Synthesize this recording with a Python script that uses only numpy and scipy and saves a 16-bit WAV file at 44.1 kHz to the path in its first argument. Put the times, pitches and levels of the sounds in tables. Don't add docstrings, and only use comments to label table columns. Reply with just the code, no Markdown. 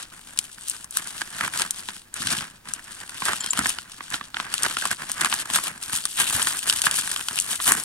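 import sys
import numpy as np
from scipy import signal
from scipy.fft import rfft, irfft
from scipy.io import wavfile
from scipy.ndimage import uniform_filter1d

SR = 44100
rng = np.random.default_rng(int(sys.argv[2]) if len(sys.argv) > 2 else 0)


def master(y):
    cut = np.clip(np.atleast_2d(y).T, -1, 1)
    pcm = np.round(cut * 32767)
    wavfile.write(sys.argv[1], SR, pcm.astype(np.int16))


N = 345744

BAND_EDGES_HZ = [400, 850, 2200, 4000, 6500, 11000]
BAND_T60 = [0.038, 0.011, 0.018, 0.011, 0.018, 0.0089, 0.005]
# t/s, level/dB, cushion re level/dB, treble re level/dB
LOUD_SNAPS = [(0.375, -17.5, -33, -8), (0.389, -8.5, -28, -2.5), (0.684, -37.5, -25, 22),
              (0.698, -37.5, -31, 24.5), (0.844, -31.5, -6, 6.5), (0.909, -46.5, -31, 24),
              (0.971, -15.5, -12, 7), (1.073, -26.5, -19, 1), (1.217, -12, -9, -14), (1.409, -13, -3, -27),
              (1.619, -4, -19.5, -11), (1.708, -18.5, -30, 6), (1.887, -16.5, -8.5, -14),
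              (2.141, -28.5, -15, 6), (2.271, -5, -21, -11), (2.7366, -28.5, -8.5, 12.5),
              (3.094, -23, -11, -3), (3.221, -18.5, 1.5, -22), (3.462, -19, -17, 1.5), (3.533, -14, -9, -3),
              (3.591, -12.5, -0.5, 0.5), (3.658, -9.5, -5.5, -21), (3.669, -27, -18, 13),
              (3.692, -16.5, -28, 2), (3.786, -15, -12.5, -21), (4.007, -23.5, -2, -34),
              (4.103, -28, -16, 2), (4.141, -6.5, -12, -35), (4.211, -22, -2, -39),
              (4.344, -13.5, -12, -54), (4.368, -14, -8, -30), (4.4, -12.5, -6.5, -19),
              (4.54, -11, -13.5, 0.5), (4.633, -17, -29, 6.5), (4.662, -19.5, -2.5, -39),
              (4.769, -6, -12, -28), (4.854, -13.5, -3.5, -1.5), (4.913, -26, 6.5, 7.5),
              (5.117, -26, -13, 10.5), (5.21, -8.5, -22, -5.5), (5.247, -5.5, -10.5, -9),
              (5.257, -12, -11.5, -5), (5.326, -3, -16.5, -52), (5.34, -15, -10, 0.5),
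              (5.501, -17, -8.5, -9), (5.836, -25, -32, 1), (6.054, -13, -11, -2), (6.471, -7.5, -10, -11),
              (6.698, -2, -20, -9), (6.726, -10, -30, -5), (6.818, -7.5, -41, -2.5),
              (6.868, -7.5, -5.5, -15), (6.912, -10.5, -36, -3.5), (7.115, -18, -12, 0.5),
              (7.162, -11.5, -14, -11), (7.285, -9.5, -19, -9), (7.378, -8, -29, -33),
              (7.388, -8.5, -46, -4), (7.4, -25.5, -27, 13), (7.601, -13, -10.5, -30), (7.72, -17, 4, 14),
              (7.739, -22, -21, 0)]
# t/s, level/dB
TUGS = [(2.203, -32), (2.25, -32.5), (2.319, -29), (2.381, -32.5), (3.587, -25), (5.543, -39), (6.345, -28),
        (7.749, -29.5)]


def amp(db):
    return 10 ** (np.asarray(db) / 20)


def unit_rms(x):
    return x / np.sqrt(np.mean(x ** 2) + 1e-20)


def curve_at(points, hz, column=1):
    table = np.transpose(points)
    return np.interp(np.log(hz + 1), np.log(table[0] + 1), table[column])


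def decay(power, t60):
    return signal.lfilter([1], [1, -amp(-120 / (t60 * SR))], power)


def smooth(x, samples):
    return uniform_filter1d(uniform_filter1d(x, samples), samples)


def held_db(start, length, rise_db_per_s, fall_db_per_s):
    t = np.arange(0, N / SR, 1e-3)
    return -rise_db_per_s * np.maximum(start - t, 0) - fall_db_per_s * np.maximum(t - start - length, 0)


def per_sample(curve):
    return np.interp(np.arange(N), np.linspace(0, N, len(curve)), curve)


def hollow_tones(times, levels_db, hz, octaves, t60, rise_s):
    out, t = np.zeros(N), np.arange(4000) / SR
    pitches = hz * 2 ** (octaves * rng.uniform(-1.23, 1, len(times)))
    for start, db, pitch in zip(times, levels_db, pitches):
        tone = amp(db - 60 * t / t60) * np.minimum(t / rise_s, 1) * np.sin(2 * np.pi * pitch * t)
        span = out[round(start * SR):][:len(t)]
        span += tone[:len(span)]
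    return out


def room_hum(level_db=-55):
    spectrum = [(30, 1.5), (1460, -14), (16000, -21.5)]  # f/Hz, level/dB
    colour = amp(curve_at(spectrum, np.fft.rfftfreq(N, 1 / SR)))
    return amp(level_db) * unit_rms(irfft(rfft(rng.standard_normal((2, N))) * colour, N))


def blanket_rumble(t60=0.22, tail_db=-6.5):
    times, db = np.transpose(TUGS)
    spikes = np.zeros(N)
    spikes[(times * SR).astype(int)] = amp(db + tail_db) ** 2
    return abs(uniform_filter1d(decay(spikes, t60), size=600))


def blanket_thumps():
    return hollow_tones(*np.transpose(TUGS), hz=172.7, octaves=0.57, t60=0.061, rise_s=0.0027)


def plastic_film(roughness=0.31, rise_s=0.0022):
    # t/s, level/dB
    pings = [(3.405, -13.5), (3.5055, -7)]
    # t/s, level/dB
    squeaks = [(3.405, -34), (3.4208, -40), (3.4364, -33), (3.4715, -31), (3.5659, -37)]
    # f/Hz, level/dB, t60/s
    film_modes = [(7260, -1.5, 0.036), (7730, -6, 0.028), (3200, 8, 0.043), (4300, 3, 0.044),
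                  (5200, -1, 0.057)]
    out, t = np.zeros(N), np.arange(6000) / SR
    for blows, modes in ((pings, film_modes[:2]), (squeaks, film_modes[2:])):
        for start, blow_db in blows:
            ring = sum(amp(blow_db + db - 60 * t / t60) * np.sin(2 * np.pi * hz * t)
                       for hz, db, t60 in modes)
            stutter = 1 + roughness * unit_rms(uniform_filter1d(rng.standard_normal(len(t)), size=60))
            out[round(start * SR):][:len(t)] += ring * stutter * np.minimum(t / rise_s, 1)
    return out


def cushion_pops():
    times, snap_db, cushion_db, _ = np.transpose(LOUD_SNAPS)
    return hollow_tones(times, snap_db + cushion_db + 1.5, hz=1399, octaves=0.41, t60=0.021, rise_s=49e-5)


def facet_rings(power, struck, level_db=-4.0, t60_ratio=0.39, pitch_count=5):
    out, pick = np.zeros(N), rng.integers(0, pitch_count, (len(struck), len(BAND_T60)))
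    for band in range(2, 6):
        radius = amp(-60 / (t60_ratio * BAND_T60[band] * SR))
        pitches = np.geomspace(1.15 * BAND_EDGES_HZ[band - 1], 0.823 * BAND_EDGES_HZ[band], pitch_count)
        for j, hz in enumerate(pitches):
            blows, hits = np.zeros(N), struck[pick[:, band] == j]
            blows[hits] = np.sqrt(2 * abs(power[band, hits]))
            poles = [1, -2 * radius * np.cos(2 * np.pi * hz / SR), radius ** 2]
            out += signal.lfilter([.5, 0, -.5], poles, blows)
    return amp(level_db) * np.array([out, np.roll(out, shift=31)])


def packet_noise(power, band):
    # f/Hz, level/dB
    spectrum = [(24, -74), (40, -11.5), (199, -1), (312, -5.5), (479, -15.5), (1070, -9.5), (1520, -6.5),
                (2210, -8.5), (3060, 0), (6490, -3), (8990, 0.5), (11600, -10), (16000, -29.5)]
    hz, edges = np.fft.rfftfreq(4096, 1 / SR) + 1, [1e-3] + BAND_EDGES_HZ + [1e9]
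    skirts = np.sqrt((1 + (edges[band] / hz) ** 12) * (1 + (hz / edges[band + 1]) ** 12))
    gain = amp(curve_at(spectrum, hz)) / skirts
    log_gain = np.log(np.r_[gain, gain[-2:0:-1]] + 1e-5)
    taps = np.fft.ifft(np.exp(np.conj(signal.hilbert(log_gain)))).real[:2048]
    taps /= np.linalg.norm(taps)
    jolts = rng.standard_normal((2, N)) * np.sqrt(abs(power))
    return signal.oaconvolve(jolts, taps[None], axes=1)[:, :N]


def handling(rest_db=-61, rest_cushion_db=-63):
    # t/s, length/s, rustle/dB, cushion re rustle/dB, treble lift/dB
    grips = [(0.0, 0.0046, -33.5, -6.5, -3), (0.13, 0.71, -47, -6.5, 1), (0.948, 0.49, -37, -6, 0),
             (1.531, 0.4, -39, -9, -0.5), (2.162, 0.25, -31, -4, -2.5), (2.666, 1, -43.5, -2.5, -0.5),
             (3.181, 0.6, -35.5, -7.5, -1.5), (3.867, 0.38, -44, -7, -2.5), (4.355, 0.15, -37.5, -0.5, -4),
             (4.548, 0.19, -31, -8, -1.5), (4.991, 0.45, -36.5, -3, -0.5), (5.491, 0.19, -32.5, -2, 0.5),
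             (5.815, 0.29, -35, -10, 1.5), (6.177, 0.38, -28, -7.5, 1.5), (6.63, 0.51, -30.5, -7.5, 0.5),
             (7.157, 0.4, -35.5, -6, 2), (7.614, 0.2, -31.5, -4.5, 3.5)]
    # middle t/s, length/s, rustle/dB, cushion re rustle/dB
    crunches = [(0.72, 0.083, -39.5, -6.5), (0.964, 0.0051, -28, -16), (1.43, 0.04, -31.5, 4.5),
                (1.589, 0.079, -30.5, 0.9), (2.327, 0.0047, -24, -0.5), (3.293, 0.068, -24, -3.5),
                (3.643, 0.13, -29.5, -5.5), (4.143, 0.025, -34.5, 0.5), (4.653, 0.022, -22, -5.5),
                (4.858, 0.13, -30.5, -5), (5.228, 0.08, -29, -1.5), (5.375, 0.077, -27.5, -8),
                (5.559, 0.014, -20, -3), (5.952, 0.044, -27.5, -10), (6.21, 0.023, -22, -7),
                (6.369, 0.032, -19.5, -6.5), (6.693, 0.034, -26, -10.5), (6.875, 0.0068, -20, -7),
                (6.992, 0.094, -23.5, -12.5), (7.5, 0.047, -30, -6), (7.697, 0.022, -19.5, -4.5)]
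    grips_db = [held_db(start, length, rise_db_per_s=601, fall_db_per_s=177) + db
                for start, length, db, *_ in grips]
    folds_db = [held_db(middle - length / 2, length, rise_db_per_s=446, fall_db_per_s=417) + db
                for middle, length, db, _ in crunches]
    power = amp(grips_db + folds_db) ** 2
    cushion_share = amp([row[3] for row in grips + crunches]) ** 2
    paper_db = 10 * np.log10(amp(rest_db) ** 2 + power.sum(axis=0))
    cushion_db = 10 * np.log10(amp(rest_cushion_db) ** 2 + cushion_share @ power)
    lift_db = np.array([row[4] for row in grips])[np.argmax(grips_db, axis=0)]
    return per_sample(paper_db), per_sample(cushion_db), per_sample(lift_db)


def seam_rip(start=6.17, length=0.126, lift_db=4.9):
    envelope_db = held_db(start, length, rise_db_per_s=446, fall_db_per_s=177)
    return per_sample(np.maximum(envelope_db + lift_db, 0))


def small_creases(at, spread_db=4.5, colour_db=4.5, sliding_db=-1.5):
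    paper_db, cushion_db, lift_db = handling()
    rip_db = seam_rip()
    thump_db = 0.65 * (cushion_db + 34.5)
    air_db = paper_db + 0.16 * (paper_db + 43.5)
    bands_db = [thump_db - 52, cushion_db - 15, cushion_db - 3.8, paper_db + rip_db - 10.1,
                paper_db - rip_db - 11, paper_db + lift_db - 5.5, air_db + 2 * lift_db - 14]
    size_db = spread_db * np.minimum(rng.exponential(1, N)[at], 2.6)
    size_db *= np.clip(1 - (paper_db[at] + 41) / 45, .3, 1)
    timbre_db = colour_db * np.clip(rng.standard_normal((len(at), len(BAND_T60))).T, -3, 1.8)
    spurts = unit_rms(smooth(rng.standard_normal((2, N)), samples=900))
    spurts_db = 3.2 * np.clip(spurts, -3, 1.5)
    power = np.zeros((len(BAND_T60), N))
    power[:, at] = amp(size_db + timbre_db) ** 2
    for band, db in enumerate(bands_db):
        grains = decay(power[band], BAND_T60[band])
        grains /= abs(smooth(grains, int(0.11 * SR))) + 1e-9
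        power[band] = (grains + amp(sliding_db) ** 2) * amp(db + spurts_db[int(band > 2)]) ** 2
    return power


def loud_snaps(paper_db=-9.5, gain_db=2.0, colour_db=1.5, rustle_db=-17):
    times, snap_db, cushion_db, treble_db = np.transpose(LOUD_SNAPS)
    bands_db = [cushion_db - 22, cushion_db - 16.5, cushion_db - 2.5, np.full(len(times), paper_db),
                (paper_db + treble_db) / 2 - 5, treble_db, treble_db - 6]
    timbre_db = colour_db * rng.standard_normal((len(times), len(BAND_T60))).T
    spikes = np.zeros((len(BAND_T60), N))
    spikes[:, (times * SR).astype(int)] = amp(snap_db + gain_db + timbre_db + bands_db) ** 2
    spikes = abs(uniform_filter1d(spikes, size=26))
    crack = np.array([decay(row, 0.77 * t60) for row, t60 in zip(spikes, BAND_T60)])
    return crack + amp(rustle_db) ** 2 * decay(spikes, t60=.05)


def microphone_ports(shared, other):
    # f/Hz, likeness/0-1, left re right/dB, left leads/rad
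    ports = [(104, 1, 0.5, 0.22), (300, 0.78, -1.3, 0.078), (400, 0.83, 1.5, 2.19),
             (1333, 0.99, -0.5, 0.69), (1610, 0.43, -12.5, 1.15), (2354, 0.31, 4.5, 2.25),
             (5900, 0.81, 0.5, 1.18), (9500, 0.03, 7, 2.44), (11300, 0.1, -3, 8.3)]
    hz = np.fft.rfftfreq(N, 1 / SR)
    likeness = curve_at(ports, hz, column=1)
    lean = amp(curve_at(ports, hz, column=2) / 2)
    lag = np.exp(-1j * curve_at(ports, hz, column=3))
    left = rfft(shared)
    right = likeness * lag * left + np.sqrt(1 - likeness ** 2) * rfft(other)
    return irfft(np.array([left * lean, right / lean]), N)


def scene():
    creases_per_s = 260
    creases = np.flatnonzero(rng.random(N) < creases_per_s / SR)
    power = small_creases(creases) + loud_snaps()
    struck = np.union1d(creases, (np.transpose(LOUD_SNAPS)[0] * SR).astype(int))
    paths = room_hum() + plastic_film() + cushion_pops() + blanket_thumps() + facet_rings(power, struck)
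    power = uniform_filter1d(power, size=12)
    power[0] += blanket_rumble()
    for band, band_power in enumerate(power):
        paths += packet_noise(band_power, band)
    lean_db = 0.87 * np.clip(1.1 - np.arange(N) / SR, 0, 1)
    return microphone_ports(*paths) * amp(np.array([lean_db, -lean_db]) / 2)


def record(dry):
    taps = signal.firwin(511, 15900, window=("kaiser", 9), fs=SR)
    return signal.oaconvolve(np.clip(dry, -1, 1), taps[None], "same")


dry = scene()
out = record(dry)
master(out)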